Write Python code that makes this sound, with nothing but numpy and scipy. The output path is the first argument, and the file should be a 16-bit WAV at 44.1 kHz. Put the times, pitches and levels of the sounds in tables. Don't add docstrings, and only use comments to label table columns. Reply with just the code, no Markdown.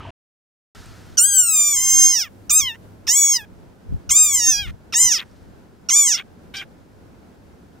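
import sys
import numpy as np
from scipy import signal
from scipy.fft import rfft, irfft
from scipy.io import wavfile
from scipy.ndimage import uniform_filter1d, minimum_filter1d

SR = 44100
rng = np.random.default_rng(int(sys.argv[2]) if len(sys.argv) > 2 else 0)


def invert_db(level):
    return 10 ** (np.asarray(level, dtype=float) / 20)


def digitize_waveform(pressure):
    field = np.atleast_2d(pressure).T
    bounded = np.clip(field, -1, 1)
    quanta = np.round(bounded * 32767).astype(np.int16)
    wavfile.write(sys.argv[1], SR, quanta)


N = 343980

# start in seconds, end in seconds, throat level in dB,
# fading of the ring once the mouth shuts in dB per second, sizzle in dB.
SQUEALS = [
    (1.171, 2.287, -34, 900, -29),
    (2.495, 2.766, -34, 338, -27.5),
    (3.068, 3.455, -34.5, 400, -28),
    (4.092, 4.712, -33, 340, -30.5),
    (4.924, 5.241, -31.5, 946.5, -32),
    (5.887, 6.229, -32, 809, -35.5),
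    (6.538, 6.645, -36.5, 570, -41.5),
]
# time in seconds, pitch in Hz.
FOLD_PITCH = [
    [(1.193, 1386), (1.275, 1620), (1.53, 1272), (1.586, 1203), (1.704, 1172), (1.792, 1024), (1.842, 1056),
     (2.095, 1067), (2.289, 532.5)],
    [(2.512, 1192), (2.59, 1286), (2.628, 1098), (2.668, 1034), (2.722, 895), (2.752, 904), (2.764, 1020)],
    [(3.083, 889), (3.129, 1015), (3.183, 1135), (3.24, 1120), (3.303, 1103), (3.385, 944), (3.42, 830),
     (3.444, 825), (3.468, 776)],
    [(4.112, 1042), (4.155, 1190), (4.21, 1244), (4.386, 1001), (4.418, 936), (4.504, 892), (4.56, 812),
     (4.606, 824), (4.68, 645)],
    [(4.945, 903), (5.023, 1038), (5.068, 1020), (5.111, 908), (5.155, 676), (5.178, 616), (5.19, 645),
     (5.244, 525)],
    [(5.909, 1034), (5.976, 1190), (6.049, 1101), (6.083, 1010), (6.125, 833), (6.156, 676), (6.182, 794),
     (6.234, 728)],
    [(6.537, 757), (6.583, 789), (6.645, 800)],
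]
# time in seconds, ring in dB, resonance in Hz.
OPEN_MOUTH = [
    [(1.184, -11.5, 6050), (1.218, -8, 8440), (1.3, -19.5, 7300), (1.404, -9.5, 7480), (1.452, -19, 7930),
     (1.594, -11.5, 7240), (1.8, -18.5, 6880), (2.05, -10.5, 6570), (2.225, -23, 5300)],
    [(2.501, -17.5, 6300), (2.533, -13.5, 8160), (2.581, -9.5, 7250)],
    [(3.092, -14.5, 5630), (3.14, -15, 7200), (3.168, -13, 7270), (3.31, -15, 6580), (3.37, -19, 5270),
     (3.382, -42.5, 5100)],
    [(4.117, -9, 7320), (4.143, -18, 7340), (4.163, -7, 7130), (4.239, -9.5, 7470), (4.317, -19, 7100),
     (4.36, -14, 7200), (4.42, -20, 5940), (4.49, -13, 6360), (4.572, -23.5, 5250)],
    [(4.946, -20.5, 5320), (4.974, -15, 7450), (5.028, -8.5, 7120), (5.1, -20, 5920), (5.12, -15.5, 6090),
     (5.17, -23, 4920)],
    [(5.892, -20, 5460), (5.914, -16, 6670), (5.97, -8, 7000), (6.052, -16.5, 7260), (6.078, -14, 6760),
     (6.15, -19.5, 5430)],
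    [(6.572, -32, 4860)],
]
# fullest at in seconds, swell in dB, upper resonance lift in dB.
CLOSINGS = [
    (2.238, 3, 9),
    (2.68, 13.5, 20.5),
    (3.384, 2, -10),
    (4.597, 10, 15.5),
    (5.202, 3, 19.5),
    (6.201, 1.5, 18.5),
    (6.613, 5.5, 15),
]
# start in seconds, cycle scatter 0-1, strong-weak alternation 0-1.
CREAKS = [
    (2.235, .1, .04),
    (2.735, .45, .2),
    (3.435, .22, .12),
    (4.662, .6, .35),
    (5.177, .55, .5),
    (6.166, .47, .55),
    (6.606, .35, .35),
]
# frequency in Hz, level in dB.
THROAT = [(600, -18), (1100, -4), (2000, 5), (3200, 1), (4000, -1.5), (5000, -28.5), (8000, -18),
          (16000, -40.5)]
# frequency in Hz, level in dB.
SIZZLE = [(7000, -22.5), (9500, -10.5), (11500, -9), (13500, 1), (15500, 2), (17000, -8)]
# delay in seconds, left share, right share.
ECHOES = [
    (.000272, 0.21, -0.34),
    (0.00023, 0.18, 0.017),
    (0.00069, -0.25, 0.09),
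    (.00018, 0.16, 0.2),
    (0.011, .03, 0.18),
]
# time in seconds, level in dB, frequency in Hz.
PUFFS = [
    (3.897, -19, 45),
    (3.9245, -8, 170),
    (3.9325, -11, 130),
    (3.9455, -8, 110),
    (3.965, -22, 45),
]
# time in seconds, level in dB, length in seconds.
GUSTS = [(.84, -41, 0.088), (1.1, -48.5, 0.22), (1.79, -43, 0.11), (1.94, -39, 0.053), (2.12, -46, 0.062),
         (2.52, -40, 0.043), (2.65, -37, 0.052), (3.08, -43, 0.053), (3.5, -45.5, .2), (3.94, -27.5, 0.068),
         (4.11, -34, 0.048), (4.36, -35.5, 0.17), (4.62, -30.5, 0.14), (5.04, -34, 0.039), (5.48, -44, .1),
         (6.16, -46, .05), (6.5, -48.5, 0.051)]
# time in seconds, peak in dB, frequency in Hz.
GRAINS = [
    (0.8594, -35, 8040),
    (5.247, -64, 4680),
    (5.2624, -53, 5100),
    (5.2794, -67, 6200),
    (5.3134, -47, 5650),
    (5.3657, -51, 4720),
]
# frequency in Hz, level in dB per Hz.
RUSTLE = [(410, -35.5), (700, -6), (1150, -8.5), (1330, 0), (2400, -10), (5400, -10.5), (13700, -26),
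          (16000, -32.5)]
# frequency in Hz, level in dB per Hz.
AIR = [(12, -52.5), (20, -14.5), (43, -9.5), (68, -1), (107, -8), (198, -3.5), (434, -10.5), (1060, -20.5),
       (1150, -24.5), (1480, -22), (1860, -28.5), (3630, -36), (16000, -46.5)]
# frequency in Hz, left-right likeness from -1 to 1.
AIR_LIKENESS = [(60, 0.22), (180, 0.78), (550, 0.26), (1650, 0.013), (4970, 0.08), (15000, 0.01)]
# frequency in Hz, level in dB per Hz.
TUB_RUMBLE = [(20, -26), (95, 7), (170, -11), (230, -5.5), (500, -17), (930, -12.5), (1300, -16),
              (2200, -23.5), (3100, -17), (3500, -29.5), (6000, -39.5), (12000, -54), (16000, -90)]
# time in seconds, level in dB, frequency in Hz.
TUB_RINGS = [
    (.005, -32.5, 1260),
    (.032, -39, 2930),
    (.052, -31.5, 923),
    (.072, -36, 678),
    (.09, -36.5, 670),
]

TUB_END_S, SAND_START_S = .106, .749
ONSET_HZ, ONSET_SHARE, ONSET_DROP_S = 1018, .4, .013
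STEADY_SCATTER, ONSET_SCATTER, ONSET_ROUGH_S, CREAK_RISE_S = .007, .25, .035, .016
FEEBLE_DB, FEEBLE_SCATTER = -28, .15
HELD_S, TREMOR_PER_S, TREMOR_HZ = 1.842, 8.2, 7
OPENING_HZ, RING_RISE_DB_PER_S, MOUTH_WIDTH_HZ = 5300, 800, 814
SHUT_HZ, SHUT_S, BREATH_DB = 5070, 0.052, -33
VALLEY_HZ, VALLEY_WIDTH_HZ, VALLEY_DEPTH = 4430, 450, 0.72
ATTACK_S, ATTACK_DB, POP_DB, POP_S = 0.013, -12, 10, 0.028
UPPER_HZ, OPEN_LIFT_DB, SPENT_DB, SPENT_LIFT_DB = 3200, 4.5, -48.5, 0
SIZZLE_DB_PER_KHZ, SIZZLE_FOLLOWS, SPENT_SIZZLE_DB = 5, 0.26, -70
FLUTTER_DB, HISS_DB = 4.5, -17
LEFT_LEAD_S, SCATTER_DB, SCATTER_T60_S = 5e-6, -25, 0.094
RUSTLE_DB, RUSTLE_FADE_DB_PER_S, RUSTLE_REST_DB = -48, 18, -68.5
SHUFFLE_S, SHUFFLE_DB, SHUFFLE_LENGTH_S = 5.3, -64, .3
HUM_DB, HUM_DROP_DB, HUM_RISE_S, HUM_END_S = -53, -9.5, 0.11, 3.01
DUCK_DB, TREBLE_DUCK_DB, RELEASE_S = -3, -22, 0.01


def frog():
    voice = sum(squeal(*rows) for rows in zip(SQUEALS, CLOSINGS, CREAKS, FOLD_PITCH, OPEN_MOUTH))
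    hz = np.fft.rfftfreq(N, 1 / SR)
    bright = (hz / 2000) ** 3 / (1 + (hz / 2000) ** 3)
    paths = np.exp(2j * np.pi * np.outer([1, -1], hz) * LEFT_LEAD_S)
    for lag, *share in ECHOES:
        paths = paths + np.outer(share, bright * np.exp(-2j * np.pi * hz * lag))
    age = np.arange(2600) / SR
    blur = rng.standard_normal((2, 2600)) * invert_db(-60 * age / SCATTER_T60_S) * (age > .0015)
    blur = invert_db(SCATTER_DB) * rfft(blur / np.sqrt(np.sum(blur ** 2) / 2), N) * bright
    return irfft(rfft(voice) * (paths + blur), N), voice


def squeal(call, closing, creak, folds, mouth):
    start, end, throat_level_db, fade, bright_db = call
    t = np.arange(round(start * SR), round(end * SR)) / SR
    ring_db, mouth_hz, sizzle_db = mouth_motion(t, start, end, mouth, fade, bright_db)
    throat_db, lift_db = throat_motion(t, start, end, mouth[-1][0], throat_level_db, closing)
    pitch, scatter, alternation = fold_motion(t, start, creak, folds, ring_db.max() < FEEBLE_DB)
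    waves, hz, strength = fold_pulses(pitch, scatter, alternation)
    body = throat_body(t, waves, hz, throat_db, lift_db)
    breath = invert_db(BREATH_DB) * hiss(t)
    sharp = sizzle(t, waves, hz, sizzle_db) + mouth_ring(t, waves, hz, ring_db, mouth_hz) * (1 + breath)
    edge = np.clip(np.minimum((t - t[0]) / 0.0013, (t[-1] - t) / 0.0049), 0, 1)
    high_pass = signal.butter(4, 3600, "high", fs=SR, output="sos")
    out = np.zeros(N)
    first = round(t[0] * SR)
    out[first:first + len(t)] = edge * strength * body + signal.sosfilt(high_pass, edge * strength * sharp)
    return out


def fold_motion(t, start, creak, folds, feeble):
    settled_s, settled_hz = folds[0]
    creak_s, creak_scatter, creak_alternation = creak
    high = ONSET_HZ + ONSET_SHARE * settled_hz
    lets_go = max(settled_s - ONSET_DROP_S, start + 0.0022)
    snap = [(start, high), (lets_go, .96 * high)] if settled_s > start + .005 else []
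    wavering = (t > HELD_S) * (t < HELD_S + 2 / TREMOR_PER_S)
    tremor = TREMOR_HZ * (np.cos(2 * np.pi * TREMOR_PER_S * (t - HELD_S)) - 1) * wavering
    creaky = np.clip((t - creak_s) / CREAK_RISE_S, 0, 1)
    rough_start = ONSET_SCATTER * np.clip(1 - (t - start) / ONSET_ROUGH_S, 0, 1) * (1 - creaky)
    scatter = (FEEBLE_SCATTER if feeble else STEADY_SCATTER) + rough_start + creak_scatter * creaky
    return glide(snap + folds, t) + tremor, scatter, creak_alternation * creaky


def fold_pulses(pitch, scatter, alternation):
    length_luck, force_luck = rng.standard_normal((2, 2000))
    cycle = (np.cumsum(pitch) / SR).astype(int)
    turns = np.cumsum(pitch * (1 + .2 * scatter * length_luck[cycle])) / SR
    order = np.arange(1, 31)[:, None]
    hz = order * pitch
    waves = np.sqrt(2) * (hz < 15850) * np.exp(2j * np.pi * order * (turns - .1))
    n = len(pitch)
    knots = rng.standard_normal((len(order), n // 600 + 2))
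    shiver = np.array([np.interp(np.arange(n) / 600, np.arange(len(row)), row) for row in knots])
    waves = waves * invert_db(FLUTTER_DB * shiver * np.clip(hz / 12000, 0, 1) ** 2)
    cycle = turns.astype(int)
    strength = 1 + 0.8 * scatter * force_luck[cycle] + alternation * (-1.) ** cycle
    return waves, hz, uniform_filter1d(uniform_filter1d(strength, size=16), size=16)


def mouth_motion(t, start, end, mouth, fade, bright_db):
    first_s, first_db, _ = mouth[0]
    lips_part = (start, first_db - RING_RISE_DB_PER_S * (first_s - start), OPENING_HZ)
    ring_db, mouth_hz = in_time([lips_part] + mouth, t)
    sizzle_db = bright_db + SIZZLE_DB_PER_KHZ * (mouth_hz - 7000) / 1000 + SIZZLE_FOLLOWS * (ring_db + 13)
    shut = mouth[-1][0]
    since = np.maximum(t - shut, 0)
    ring_db = ring_db - fade * since
    mouth_hz = SHUT_HZ + (mouth_hz - SHUT_HZ) * np.exp(-since / SHUT_S)
    sizzle_db = sizzle_db + (SPENT_SIZZLE_DB - sizzle_db) * (since / (end - shut)) ** 1.1
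    return ring_db, mouth_hz, sizzle_db


def mouth_ring(t, waves, hz, ring_db, mouth_hz):
    depth = VALLEY_DEPTH * np.clip((t[-1] - t) / 0.1, 0, 1)
    valley = 1 - depth / (1 + (2 * (hz - VALLEY_HZ) / VALLEY_WIDTH_HZ) ** 2)
    peak = 1 / (1 + 2j * (hz - mouth_hz) / MOUTH_WIDTH_HZ) ** 1.347
    resonance = valley * (hz / mouth_hz) ** 0.13 * peak
    power = uniform_filter1d(np.sum(np.abs(resonance) ** 2, axis=0), size=2000)
    return np.real(resonance * waves).sum(axis=0) * invert_db(ring_db) / np.sqrt(power)


def throat_motion(t, start, end, shut, level_db, closing):
    full, swell_db, full_lift_db = closing
    full = np.clip(full, shut + .002, end - .002)
    path = [(shut, level_db, OPEN_LIFT_DB), (full, level_db + swell_db, full_lift_db), (end, SPENT_DB, SPENT_LIFT_DB)]
    throat_db, lift_db = in_time(path, t)
    pop = POP_DB * np.exp(-(t - start) / POP_S)
    attack = ATTACK_DB * np.clip(1 - (t - start) / ATTACK_S, 0, 1)
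    return throat_db + pop + attack, lift_db


def throat_body(t, waves, hz, throat_db, lift_db):
    shutting = np.clip(1 - (t[-1] - t) / 0.053, 0, 1)
    upper = lift_db / (1 + ((hz * (1 + 0.77 * shutting ** 2) - UPPER_HZ) / 600) ** 2)
    throat = invert_db(at_hz(THROAT, hz * (1 + 0.27 * shutting)) + upper)
    return np.real(throat * waves).sum(axis=0) * invert_db(throat_db) / np.sqrt(np.sum(throat ** 2, axis=0))


def sizzle(t, waves, hz, sizzle_db):
    colour = invert_db(at_hz(SIZZLE, hz))
    top = np.real(colour * waves).sum(axis=0) * invert_db(sizzle_db) / np.sqrt(np.sum(colour ** 2, axis=0))
    return top * (1 + invert_db(HISS_DB) * hiss(t))


def hiss(t):
    return rms_one(uniform_filter1d(rng.standard_normal(len(t)), size=24))


def wind(t):
    gust_db = np.minimum(swells(GUSTS, -59, t), -31)
    colour = [(10, -5.0), (25, 0.5), (70, 0.0), (150, -8.5), (400, -31.0), (2000, -65)]
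    return invert_db(gust_db + 3.1 * drift(15)) * coloured(colour, [(20, -0.84), (400, 0.0051)])


def puffs():
    thumps = sum(ring(s - .25 / hz, db, hz, cycles=2.6) for s, db, hz in PUFFS) * [[1.2], [-.8]]
    return signal.sosfilt(signal.butter(2, 380, fs=SR, output="sos"), thumps)


def sand_grains():
    return sum(ring(s, db, hz, cycles=22.0) for s, db, hz in GRAINS)


def rustle(t):
    settling_db = RUSTLE_DB - RUSTLE_FADE_DB_PER_S * (t - SAND_START_S)
    shuffle_db = swells([(SHUFFLE_S, SHUFFLE_DB, SHUFFLE_LENGTH_S)], RUSTLE_REST_DB, t)
    return invert_db(np.maximum(settling_db, shuffle_db)) * coloured(RUSTLE, [(100, 1.0), (9000, 1.0)])


def hum(t):
    before = np.clip(1 - (t - SAND_START_S) / HUM_RISE_S, 0, 1)
    after = np.clip((t - HUM_END_S) / 0.23 + .5, 0, 1)
    colour = [(80, -44.5), (95, -0.5), (99, -6.0), (103, 1.5), (120, -48.5)]
    return invert_db(HUM_DB + HUM_DROP_DB * (before + after) + 2.0) * coloured(colour, [(50, .9), (200, 0.3)])


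def far_air():
    return invert_db(-47.5 + 1.0 * drift(6.3)) * coloured(AIR, AIR_LIKENESS)


def tub_room(t):
    rumble = invert_db(-37.5) * coloured(TUB_RUMBLE, [(50, 0.94), (250, 0.85), (800, 0.95)])
    rings = sum(ring(s, db, hz, cycles=57.0) for s, db, hz in TUB_RINGS)
    return (rumble + rings) * (t < TUB_END_S)


def ring(s, level_db, hz, cycles):
    click = np.full(N, 1e-18)
    click[round(s * SR)] = invert_db(level_db)
    r, w = invert_db(-60 * hz / (cycles * SR)), 2 * np.pi * hz / SR
    return signal.lfilter([0, np.sin(w)], [1, -2 * r * np.cos(w), r * r], click)


def coloured(spectrum, likeness):
    hz = np.maximum(np.fft.rfftfreq(N, 1 / SR), 5)
    mid, side = rfft(rng.standard_normal((2, N))) * invert_db(at_hz(spectrum, hz))
    alike = np.clip(at_hz(likeness, hz), -1, 1)
    return rms_one(irfft(np.sqrt(1 + alike) * mid + np.sqrt(1 - alike) * side * [[1], [-1]], N))


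def drift(rate):
    r = np.exp(-2 * np.pi * rate / SR)
    return rms_one(signal.lfilter([1], [1, -2 * r, r * r], rng.standard_normal(N + SR))[SR:])


def swells(rows, rest_db, t):
    power = sum(invert_db(2 * db) * np.exp(-((t - s) / (0.55 * length)) ** 2) for s, db, length in rows)
    return 10 * np.log10(invert_db(2 * rest_db) + power)


def glide(rows, t):
    s, value = np.transpose(rows)
    step = np.diff(value) / np.diff(s)
    before, after = np.r_[step[0], step], np.r_[step, step[-1]]
    slope = np.where(before * after > 0, 2 * before * after / (before + after + 1e-9), 0)
    k = np.clip(np.searchsorted(s, t) - 1, 0, len(s) - 2)
    span = s[k + 1] - s[k]
    u = np.clip((t - s[k]) / span, 0, 1)
    bend = (1 - u) * (slope[k] - step[k]) - u * (slope[k + 1] - step[k])
    return value[k] + span * u * (step[k] + (1 - u) * bend)


def in_time(rows, t):
    s, *columns = np.transpose(rows)
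    return [np.interp(t, s, c) for c in columns]


def at_hz(points, hz):
    point_hz, value = np.transpose(points)
    return np.interp(np.log(hz), np.log(np.maximum(point_hz, 1)), value)


def rms_one(x):
    return x / np.sqrt(np.mean(x ** 2) + 1e-20)


def scene():
    t = np.arange(N) / SR
    heard, voice = frog()
    loud = np.clip(uniform_filter1d(np.abs(voice), size=2000) / 0.09, 0, 1)
    r = np.exp(-1 / (RELEASE_S * SR))
    held = signal.lfilter([1 - r], [1, -r], loud)
    around = wind(t) + puffs() + sand_grains() + rustle(t) + hum(t) + far_air()
    bass = signal.sosfiltfilt(signal.butter(2, 1800, fs=SR, output="sos"), around)
    around = invert_db(DUCK_DB * held) * bass + invert_db(TREBLE_DUCK_DB * held) * (around - bass)
    return tub_room(t) + (heard + around) * (t > SAND_START_S)


def band_limit(x):
    return signal.sosfilt(signal.butter(12, 16810, fs=SR, output="sos"), x)


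def record(dry):
    room_left = minimum_filter1d(np.minimum(1, .8 / (np.abs(dry).max(axis=0) + 1e-9)), size=441)
    held = dry * uniform_filter1d(room_left, size=221)
    top_cut = signal.cheby2(12, 50, 16400, fs=SR, output="sos")
    return band_limit(signal.sosfilt(top_cut, held))


dry = scene()
out = record(dry)
digitize_waveform(out)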